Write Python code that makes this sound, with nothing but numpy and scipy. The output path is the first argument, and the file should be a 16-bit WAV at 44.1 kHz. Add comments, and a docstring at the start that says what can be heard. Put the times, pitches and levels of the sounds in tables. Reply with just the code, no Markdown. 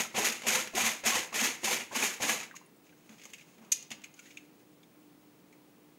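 """A tiled kitchen: a plastic bottle of water and soaked paper is shaken hard, three strokes a second. Each
stroke throws the pulp against the wall: spray, slaps and gulping air pockets. The water settles with last ticks
and plops, and fingers turn the screw cap, which clicks while drops ring inside the tilted bottle. A faint hum
and thin whistles hang in the room noise."""
import sys
import numpy as np
from scipy import signal
from scipy.fft import rfft, irfft, next_fast_len
from scipy.io import wavfile
from scipy.ndimage import map_coordinates

SR = 44100
rng = np.random.default_rng(int(sys.argv[2]) if len(sys.argv) > 2 else 0)


def materialize(psi):
    """Save the field psi as 16-bit PCM at rate SR to the path in sys.argv[1].

    A 1-D psi becomes a single channel; in a 2-D psi each row is a channel.
    """
    bounded = np.clip(np.atleast_2d(psi).T, -1, 1)
    quanta = np.round(bounded * 32767).astype(np.int16)
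    wavfile.write(sys.argv[1], SR, quanta)


N = 264133

# house rumble (frequency [Hz], relative density [dB])
RUMBLE_SPECTRUM = [(15, -90), (25, -66.5), (69, -28.5), (110, -18), (152, -7.5), (264, -9), (400, -11.5),
                   (499, -13.5), (600, -18.5), (831, -19.5), (4000, -41), (8800, -120)]
# hum that drops out and returns (time [s], level [dB])
HUM_LEVELS = [(3.1, -66.5), (3.5, -88), (3.77, -68.5), (3.95, -65), (4.45, -61.5), (5.99, -64.5)]
# thin whistles (frequency [Hz], level [dB])
WHISTLES = [(15628, -73), (15030, -80.5)]
# decay of the tiled room (frequency [Hz], t60 [s])
ROOM_DECAY = [(200, 0.53), (2000, 0.51), (7000, 0.28), (14000, 0.19)]
# preamp hiss (frequency [Hz], relative density [dB])
HISS_SPECTRUM = [(1000, -2.5), (3000, -0.5), (8000, -4), (12000, -4.5), (15500, -4.5), (16200, -23.5),
                 (17000, -18)]
# cavities in front of the microphone (frequency [Hz], width [Hz], lift [dB])
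MIC_CAVITIES = [(2435, 810, 6), (6595, 700, 12.5)]
# struck or rubbed plastic (frequency [Hz], relative density [dB])
PLASTIC_SPECTRUM = [(200, -92.5), (700, -34), (1200, -3), (2500, 2.5), (5000, -2), (9000, -10.5),
                    (13000, -9), (17000, -41)]
# fingers rubbing the cap (time [s], level [dB])
RUB_LEVELS = [(2.7, -93), (2.93, -78), (3.15, -73.5), (3.27, -70), (3.42, -72.5), (3.5, -75), (3.7, -84),
              (4.1, -85), (4.26, -68), (4.43, -78.5), (4.7, -87)]
# hand bumping the bottle (time [s], level [dB], t60 [s])
HAND_BUMPS = [(3.092, -52.5, 0.38), (3.255, -47, 0.039), (3.47, -58, 0.12), (3.58, -50.5, .1),
              (3.615, -56.5, 0.77), (3.91, -41, 0.074)]
# cap resonances (frequency [Hz], width [Hz], gain [dB])
CAP_MODES = [(2260, 500, -7), (2740, 500, -10), (3406, 630, -12), (6380, 950, -5), (7430, 1600, -5.5)]
# last water ticks, then cap clicks
# (time [s], level [dB], brightness [dB], hollow ring [dB], rise [s], t60 [s])
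SHARP_TICKS = [(2.552, -54.5, -2, -4, .002, 0.069), (2.563, -45, -7.5, -10, 0.00091, 0.038),
               (2.862, -68, -13, -3.5, .0015, 0.15), (2.893, -66, -19, 8, .001, 0.044),
               (3.092, -56.5, -5.5, 4, .001, 0.038), (3.181, -56, -13, -2, .002, 0.048),
               (3.195, -57.5, -20, 0, .0015, .05), (3.215, -54.5, -15, 1, .0015, 0.073),
               (3.235, -55, -3, -6, .002, .088), (3.253, -49, -2, -8, .002, .04),
               (3.3, -58, -2, 1, .003, 0.036), (3.3337, -47, -5, 4, 0.00068, 0.067),
               (3.381, -54, -8, 2, .0015, .045), (3.394, -65, -10, 13, .0015, .034),
               (3.411, -63, -20, 13.5, .0015, 0.041), (3.646, -62, -13, 1, .001, 0.056),
               (3.7176, -32, 6.5, -11.5, 0.0024, 0.031), (3.721, -34, 10.5, -12, 0.0019, .025),
               (3.7274, -46, 11, -10.5, 0.0018, 0.028), (3.825, -58.5, 10, -8, .001, 0.025),
               (3.904, -43.5, -4.5, 1.5, 0.0015, 0.044), (3.915, -42, -13, 2.5, 0.00036, 0.085),
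               (4.017, -55, -8, -7.5, .0015, 0.032), (4.038, -47.5, -6.5, 3, .0009, 0.065),
               (4.139, -61, 1, -6, .0005, 0.038), (4.191, -51, -5, -1.5, 0.00073, 0.055),
               (4.254, -56.5, -15, -2, .004, .12), (4.305, -55, -12, 5, 0.0035, .07),
               (4.371, -51, -7, 8, 0.00052, 0.048), (4.83, -61.5, -12, -4, .001, .047),
               (5.525, -65.5, -5, -3, .001, .055)]
# water plops and drops settling inside the tilted bottle (time [s], level [dB], pitch [Hz], t60 [s])
PITCHED_RINGS = [(2.511, -42.5, 1610, 0.038), (2.54, -45.5, 1050, .06), (2.611, -54.5, 1020, 0.092),
                 (2.659, -58, 9800, 0.041), (2.765, -67, 8300, .05), (2.925, -56, 1560, .03),
                 (3.254, -53, 1000, .04), (3.647, -60, 920, .065), (4.178, -60.5, 1450, 0.14),
                 (4.254, -61, 1940, 0.15), (4.83, -57, 3510, 0.042), (5.525, -60.5, 2100, 0.059)]
# turns of the downstrokes (time [s], air push [dB], gurgle [dB])
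STROKE_TURNS = [(.14, -66, -40), (.434, -82, -46.5), (0.733, -57, -44), (1.033, -58, -43.5),
                (1.322, -74, -48.5), (1.63, -64, -43.5), (1.908, -80, -44.5), (2.199, -61, -43.5)]
# bottle wall and air modes (frequency [Hz], width [Hz], gain [dB])
BOTTLE_MODES = [(105.5, 14, -9.5), (234.7, 35, -1), (489, 77, -5.5), (767, 190, -3), (1040, 120, -2)]
# large air pockets (time [s], level [dB], pitch [Hz], life [s])
AIR_POCKETS = [(.005, -46, 740, 0.04), (.175, -32.5, 483, 0.021), (.146, -42, 480, .02),
               (.175, -37.5, 206, .038), (.215, -38, 793, .03), (.18, -31, 676, 0.02),
               (.445, -45, 489, 0.033), (.468, -33.5, 520, 0.0091), (.485, -40, 729, 0.05),
               (.54, -35, 855, 0.017), (.52, -40.5, 500, .056), (.55, -37, 505.6, 0.056),
               (.585, -38, 232, 0.024), (.731, -43, 600, .02), (.745, -34.5, 340, 0.026),
               (.765, -32, 699, 0.036), (.83, -39.5, 225, 0.032), (.838, -37, 1100, 0.022),
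               (1.05, -36, 643, 0.025), (1.055, -43, 195, 0.033), (1.075, -42, 731, .06),
               (1.118, -33, 1066, 0.028), (1.165, -33, 503, 0.015), (1.325, -40, 990, 0.012),
               (1.415, -35.5, 245.3, 0.041), (1.67, -35.5, 735, .031), (1.67, -36, 930, 0.021),
               (1.7, -41, 480, 0.039), (1.952, -35.5, 838, 0.028), (1.952, -37, 1060, 0.019),
               (1.96, -34.5, 235, 0.025), (2.015, -41, 831, 0.036), (2.018, -39.5, 268, 0.037),
               (2.235, -40, 264, 0.029), (2.29, -33.5, 1110, 0.012), (2.292, -37, 776, 0.022),
               (2.29, -40.5, 228.5, 0.044), (2.292, -34, 1634, 0.022)]
# droplet impacts (frequency [Hz], relative density [dB])
SPRAY_SPECTRUM = [(60, -58), (300, -8), (1000, -5), (2000, 2), (4000, -3.5), (8000, -10.5), (12000, -10.5),
                  (15500, -20), (17000, -50)]
# pulp slapping the wall (time [s], level [dB], brightness [dB], t60 [s])
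PULP_SLAPS = [(.004, -50, 10, 0.072), (0.147, -39.5, -14, .09), (.161, -44, 4, 0.1),
              (0.2442, -33.5, 6.5, 0.072), (.32, -42, 8, 0.07), (0.419, -38.5, -7, 0.03),
              (.4344, -45, -11, 0.054), (.467, -37, 7.5, 0.099), (.4884, -40, 6, .07), (.5524, -51, 5, .06),
              (0.672, -39, -2, 0.031), (.75, -39, 6.5, 0.083), (.7744, -60, 0, .07),
              (.8424, -47.5, -0.5, 0.053), (1.037, -43, -12, .1), (1.052, -43, 7.5, .1),
              (1.067, -43, 6, 0.13), (1.1014, -39, 8, 0.044), (1.14, -43, -7, 0.091),
              (1.1874, -42, -3, 0.034), (1.2294, -43.5, 2, 0.068), (1.326, -45.5, -4, .08),
              (1.341, -41, 8, 0.095), (1.4394, -56, -1, 0.051), (1.632, -40.5, -5, .07),
              (1.6425, -40.5, 16, 0.064), (1.7987, -40, -23, 0.084), (1.9175, -56, -12, .08),
              (1.948, -43, -5, .11), (2.0223, -47, 6, 0.08), (2.202, -49, -9, .1), (2.221, -37.5, -4, .08),
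              (2.2935, -39.5, 10, 0.099), (2.408, -50, -2.5, .06), (2.43, -43.5, -5, 0.051)]
# water thrown to the bottom and back (surge peak [s], rise [s], spray [dB], gulp [dB],
# wait to return [s], return spray [dB], return gulp [dB], spray drain [dB/s])
SURGES = [(-.08, .03, -32, -31, 0.085, -34, -39, 248), (0.188, 0.053, -35.5, -40, 0.083, -33.5, -43.5, 145),
          (.485, 0.043, -34.5, -40, 0.071, -32.5, -40.5, 148),
          (0.776, 0.039, -32.5, -40.5, 0.09, -32.5, -40, 150),
          (1.064, 0.02, -32, -42, 0.099, -35, -40, 168),
          (1.36, .03, -35.5, -44, 0.082, -31.5, -40.5, 148.5),
          (1.655, 0.042, -35, -46, 0.077, -32.5, -41, 160),
          (1.965, 0.056, -36.5, -44.5, 0.074, -33, -42.5, 119),
          (2.228, 0.028, -35, -44, 0.079, -37, -41.5, 112)]

SETTLED_S = 2.6


def amp(db):
    """dB to gain."""
    return 10 ** (np.asarray(db) / 20)


def unit(x):
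    """x at rms 1."""
    return x / np.sqrt(np.mean(x ** 2) + 1e-20)


def along(points, hz):
    """Interpolate (Hz, value) points on a log axis."""
    f, v = np.transpose(points)
    return np.interp(np.log(hz + 1), np.log(f + 1), v)


def curve(points):
    """Interpolate (s, value) points per sample."""
    return np.interp(np.arange(N) / SR, *np.transpose(points))


def wobble(rate_hz):
    """Smooth random curve with knots at rate_hz."""
    knots = rng.standard_normal(int(N * rate_hz / SR) + 4)
    return map_coordinates(knots, [np.arange(N) * rate_hz / SR])


def filtered(x, response):
    """Apply a complex frequency response."""
    m = next_fast_len(len(x) + SR // 2)
    return irfft(rfft(x, m) * response(np.fft.rfftfreq(m, 1 / SR)), m)[:len(x)]


def coloured(x, spectrum):
    """x shaped by (Hz, dB) points, rms 1."""
    return unit(filtered(x, lambda hz: amp(along(spectrum, hz))))


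def split(x, hz):
    """Low and high part of x."""
    high = filtered(x, lambda f: (1j * f / (hz + 1j * f)) ** 2)
    return x - high, high


def peak(f, hz, width_hz):
    """Causal resonance, gain 1 at its centre."""
    return 1j * f * width_hz / (hz * hz - f * f + 1j * f * width_hz)


def ring(hz, width_hz, samples=SR // 4):
    """Damped plastic or a small air pocket: noise in one resonance."""
    return unit(filtered(rng.standard_normal(samples), lambda f: peak(f, hz, abs(width_hz)) ** 2))


def burst(rise_s, t60_s):
    """Envelope: quick rise, exponential fall."""
    t = np.arange(SR // 4) / SR
    return amp(-60 * t / t60_s) * (1 - np.exp(-t / rise_s))


def struck(envelope, noise):
    """Enveloped noise with the energy of the envelope."""
    sound = envelope[:len(noise)] * noise
    return sound * np.linalg.norm(envelope) / np.linalg.norm(sound)


def add(track, at_s, sound):
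    """Mix sound into track."""
    start = round(at_s * SR)
    track[start:][:len(sound)] += sound[:N - start]


def bubbles(at_s, hz, gain, life_s, glide):
    """Sines that swell and die; the pitch slides as the pocket changes size."""
    t = np.arange(SR // 8) / SR
    age = t / np.reshape(life_s, (-1, 1))
    envelope = (3 * age * np.exp(1 - 3 * age)) ** 1.5
    phase = 2 * np.pi * hz[:, None] * t * (1 + np.reshape(glide, (-1, 1)) * age)
    waves = gain[:, None] * envelope * np.sin(phase)
    index = (at_s * SR).astype(int)[:, None] + np.arange(len(t))
    return np.bincount(index.ravel(), waves.ravel(), N + SR)[:N]


def room_noise(rumble_db=-63, hum_hz=300):
    """House rumble, a wavering hum and thin whistles."""
    t = np.arange(N) / SR
    rumble = amp(rumble_db + 0.4 * wobble(6)) * coloured(rng.standard_normal(N), RUMBLE_SPECTRUM)
    hum = amp(curve(HUM_LEVELS) + 2.1 * wobble(8)) * np.sin(2 * np.pi * hum_hz * t + 0.6 * wobble(23))
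    whistles = sum(amp(db + 1.5 * wobble(12)) * np.sin(2 * np.pi * hz * t) for hz, db in WHISTLES)
    return rumble + hum + whistles


def tiled_walls(x):
    """Reverberation; each frequency dies at its own rate."""
    hz, t, noise = signal.stft(rng.standard_normal(SR // 2), SR, nperseg=256)
    tail = signal.istft(noise * amp(-60 * t / along(ROOM_DECAY, hz)[:, None]), SR, nperseg=256)[1]
    return signal.fftconvolve(np.pad(x, (200, 0)), tail / np.linalg.norm(tail))[:N]


def air_pushes(swing_hz=36):
    """Each downstroke pushes one slow pressure swing at the microphone."""
    at_s, db, _ = np.transpose(STROKE_TURNS)
    return bubbles(at_s, np.full(len(at_s), swing_hz), amp(db), life_s=0.029, glide=0)


def hand():
    """Fingers rub the cap; the hand bumps the bottle dully."""
    low, high = split(coloured(rng.standard_normal(N), PLASTIC_SPECTRUM), 5000)
    rub = amp(curve(RUB_LEVELS) + 2.9 * wobble(40)) * (low + amp(4.5) * high)
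    blows = np.zeros(N)
    for at_s, db, t60_s in HAND_BUMPS:
        add(blows, at_s, amp(db) * burst(0.0014, t60_s))
    body = filtered(rng.standard_normal(N), lambda f: peak(f, 215, 80) + 0.1 * peak(f, 700, 700) ** 2)
    _, bumps = split(blows * unit(body), 120)
    return rub + bumps


def plops_and_drops():
    """Water plops and drops settling inside the bottle: one resonance each, wider if short or high."""
    track = np.zeros(N)
    for at_s, db, hz, t60_s in PITCHED_RINGS:
        width_hz = 8 / t60_s + 0.08 * hz
        add(track, at_s, amp(db) * struck(burst(.002, t60_s), ring(hz, width_hz)))
    return track


def ticks():
    """Last water ticks, then cap clicks: broad cracks and the rings they excite in the plastic."""
    low, high = split(coloured(amp(2.06 * wobble(400)) * rng.standard_normal(N), PLASTIC_SPECTRUM), 4000)
    cracks, rings = np.zeros((2, N))
    modes = [ring(hz, width_hz, samples=N) for hz, width_hz, _ in CAP_MODES]
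    for at_s, db, bright_db, hollow_db, rise_s, t60_s in SHARP_TICKS:
        blow = burst(rise_s, t60_s)
        span = slice(round(at_s * SR), round(at_s * SR) + len(blow))
        add(cracks, at_s, amp(db) * struck(blow, low[span]))
        add(cracks, at_s, amp(db + bright_db) * struck(blow, high[span]))
        for (hz, _, mode_db), mode in zip(CAP_MODES, modes):
            ring_db = db + mode_db + (bright_db if hz > 4000 else hollow_db) + rng.normal(0, 2)
            add(rings, at_s, amp(ring_db) * struck(blow, mode[span]))
    return cracks, rings


def churn(rise_db=25.5, sag_db_per_s=90, return_db_per_s=250, drain_db_per_s2=298.5):
    """Spray and gulp levels [dB]: a steep surge that sags, a return, a steepening drain."""
    t = np.arange(N) / SR
    spray_power, gulp_power = np.full((2, N), 1e-12)
    for at_s, rise_s, spray_db, gulp_db, wait_s, back_spray_db, back_gulp_db, drain_db_per_s in SURGES:
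        surge_s = t - at_s
        back_s = surge_s - wait_s
        sag_db = -sag_db_per_s * surge_s - 1000 * np.maximum(back_s, 0)
        surge_db = np.where(surge_s < 0, rise_db * surge_s / abs(rise_s), sag_db)
        climb_db = return_db_per_s * back_s + 3000 * np.minimum(surge_s, 0)
        back_db = np.where(back_s < 0, climb_db, -drain_db_per_s * back_s - drain_db_per_s2 * back_s ** 2)
        spray_power += amp(spray_db + surge_db) ** 2 + amp(back_spray_db + back_db) ** 2
        gulp_power += amp(gulp_db + 1.3 * surge_db) ** 2 + amp(back_gulp_db + 0.92 * back_db) ** 2
    return 10 * np.log10(spray_power), 10 * np.log10(gulp_power)


def slaps():
    """Pulp hits the wall: envelopes of the slap and its slower treble sheen."""
    slap, sheen = np.zeros((2, N))
    for at_s, db, bright_db, t60_s in PULP_SLAPS:
        add(slap, at_s, amp(db) * burst(0.00077, t60_s))
        add(sheen, at_s, amp(db + bright_db) * burst(0.004, t60_s))
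    return slap, sheen


def froth(count=700):
    """Small bubbles burst: short, high, widely varied in size."""
    when, pitch, size = rng.random((count, 3)).T
    hz = 1100 * 5.54 ** pitch
    return unit(bubbles(when * SETTLED_S, hz, amp(-6 * np.log(size + 0.013)), life_s=16 / hz, glide=.07))


def bottle_response(f):
    """Wall and air modes in alternating polarity, treble rolled off."""
    modes = sum((-1) ** k * amp(db) * peak(f, hz, width_hz)
                for k, (hz, width_hz, db) in enumerate(BOTTLE_MODES))
    return modes / (1 + (f / 1500) ** 2)


def gulps(gulp_db, slap, count=600):
    """Trapped air bubbles and rings the bottle's modes; a gurgle opens each downstroke's surge."""
    gurgle = np.zeros(N)
    for at_s, _, db in STROKE_TURNS:
        add(gurgle, at_s, amp(db) * burst(.003, t60_s=0.31))
    when, pitch, size = rng.random((count, 3)).T
    hz = 300 * 9 ** pitch
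    pockets = bubbles(when * SETTLED_S, hz, amp(-14 * size), life_s=14 / hz, glide=.06)
    thud = filtered(amp(2.3 * wobble(60)) * rng.standard_normal(N), bottle_response)
    return (amp(gulp_db) + gurgle + amp(-14) * slap) * unit(unit(thud) + 0.45 * unit(pockets))


def glug_glide(at_s, fade_s=.05):
    """A pocket's pitch climbs most at the turn of a stroke."""
    gap_s = np.abs(at_s[:, None] - np.array(STROKE_TURNS)[:, 0]).min(axis=1)
    return 0.149 * np.exp(-gap_s / fade_s)


def glugs(gulp_db, count=60, flutter_db=1.36):
    """Large air pockets, and random lesser ones near the bottle's modes; froth flutters both."""
    flutter = amp(flutter_db * wobble(180))
    at_s, db, hz, life_s = np.transpose(AIR_POCKETS)
    large = bubbles(at_s, hz, amp(db), life_s, glug_glide(at_s))
    when, pick, detune, size = rng.random((count, 4)).T
    modes_hz = np.array(BOTTLE_MODES)[1:, 0]
    small_hz = modes_hz[(pick * len(modes_hz)).astype(int)] * (.88 + 0.275 * detune)
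    small_s = when * SETTLED_S
    small = bubbles(small_s, small_hz, amp(-8 * size), life_s=0.025, glide=glug_glide(small_s))
    return flutter * (large + amp(gulp_db - 5.5) * small)


def spray(spray_db, slap, sheen, spread_db=2.0, clump_db=0.92):
    """Dense droplet impacts, a few large among many small; each band clumps partly on its own."""
    sizes = amp(spread_db * np.minimum(rng.exponential(size=N), 5))
    low, high = split(coloured(sizes * rng.standard_normal(N), SPRAY_SPECTRUM), 2790)
    mid, top = split(high, 6000)
    clumps = 0.96 * wobble(21.96) + wobble(70) + wobble(250)
    low, mid, top = [amp(clump_db * (clumps + 0.24 * wobble(60))) * band for band in (low, mid, top)]
    mist = amp(0.093 * (spray_db + 34.5))  # harder churning throws finer, brighter mist
    return (amp(spray_db) + slap) * low + (amp(spray_db + 3.0) + sheen) * (mid + mist * top)


def water():
    """Surges and slaps drive spray, froth and trapped air."""
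    spray_db, gulp_db = churn()
    slap, sheen = slaps()
    splash = spray(spray_db, slap, sheen) + amp(spray_db - 13.5) * froth()
    return splash + gulps(gulp_db, slap) + glugs(gulp_db)


def scene():
    """Bottle near the microphone; small rings reach the walls more weakly than broad cracks."""
    slosh = water()
    cracks, tick_rings = ticks()
    rings = tick_rings + plops_and_drops()
    contacts = cracks + hand()
    reverb = tiled_walls(amp(-13) * slosh + amp(-8.5) * contacts + amp(-16) * rings)
    return (slosh + contacts + rings + reverb + air_pushes() + room_noise())[None]


def record(dry, hiss_db=-70.5, band_limit_hz=17160):
    """Microphone cavities lift two bands; the preamp hisses; nothing passes the band limit."""
    lifted = filtered(dry[0], lambda f: 1 + sum((amp(db) - 1) * peak(f, hz, width_hz)
                                                for hz, width_hz, db in MIC_CAVITIES))
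    hiss = amp(hiss_db) * coloured(rng.standard_normal(N), HISS_SPECTRUM)
    return filtered(lifted + hiss, lambda hz: hz < band_limit_hz)[None]


dry = scene()
out = record(dry)
materialize(out)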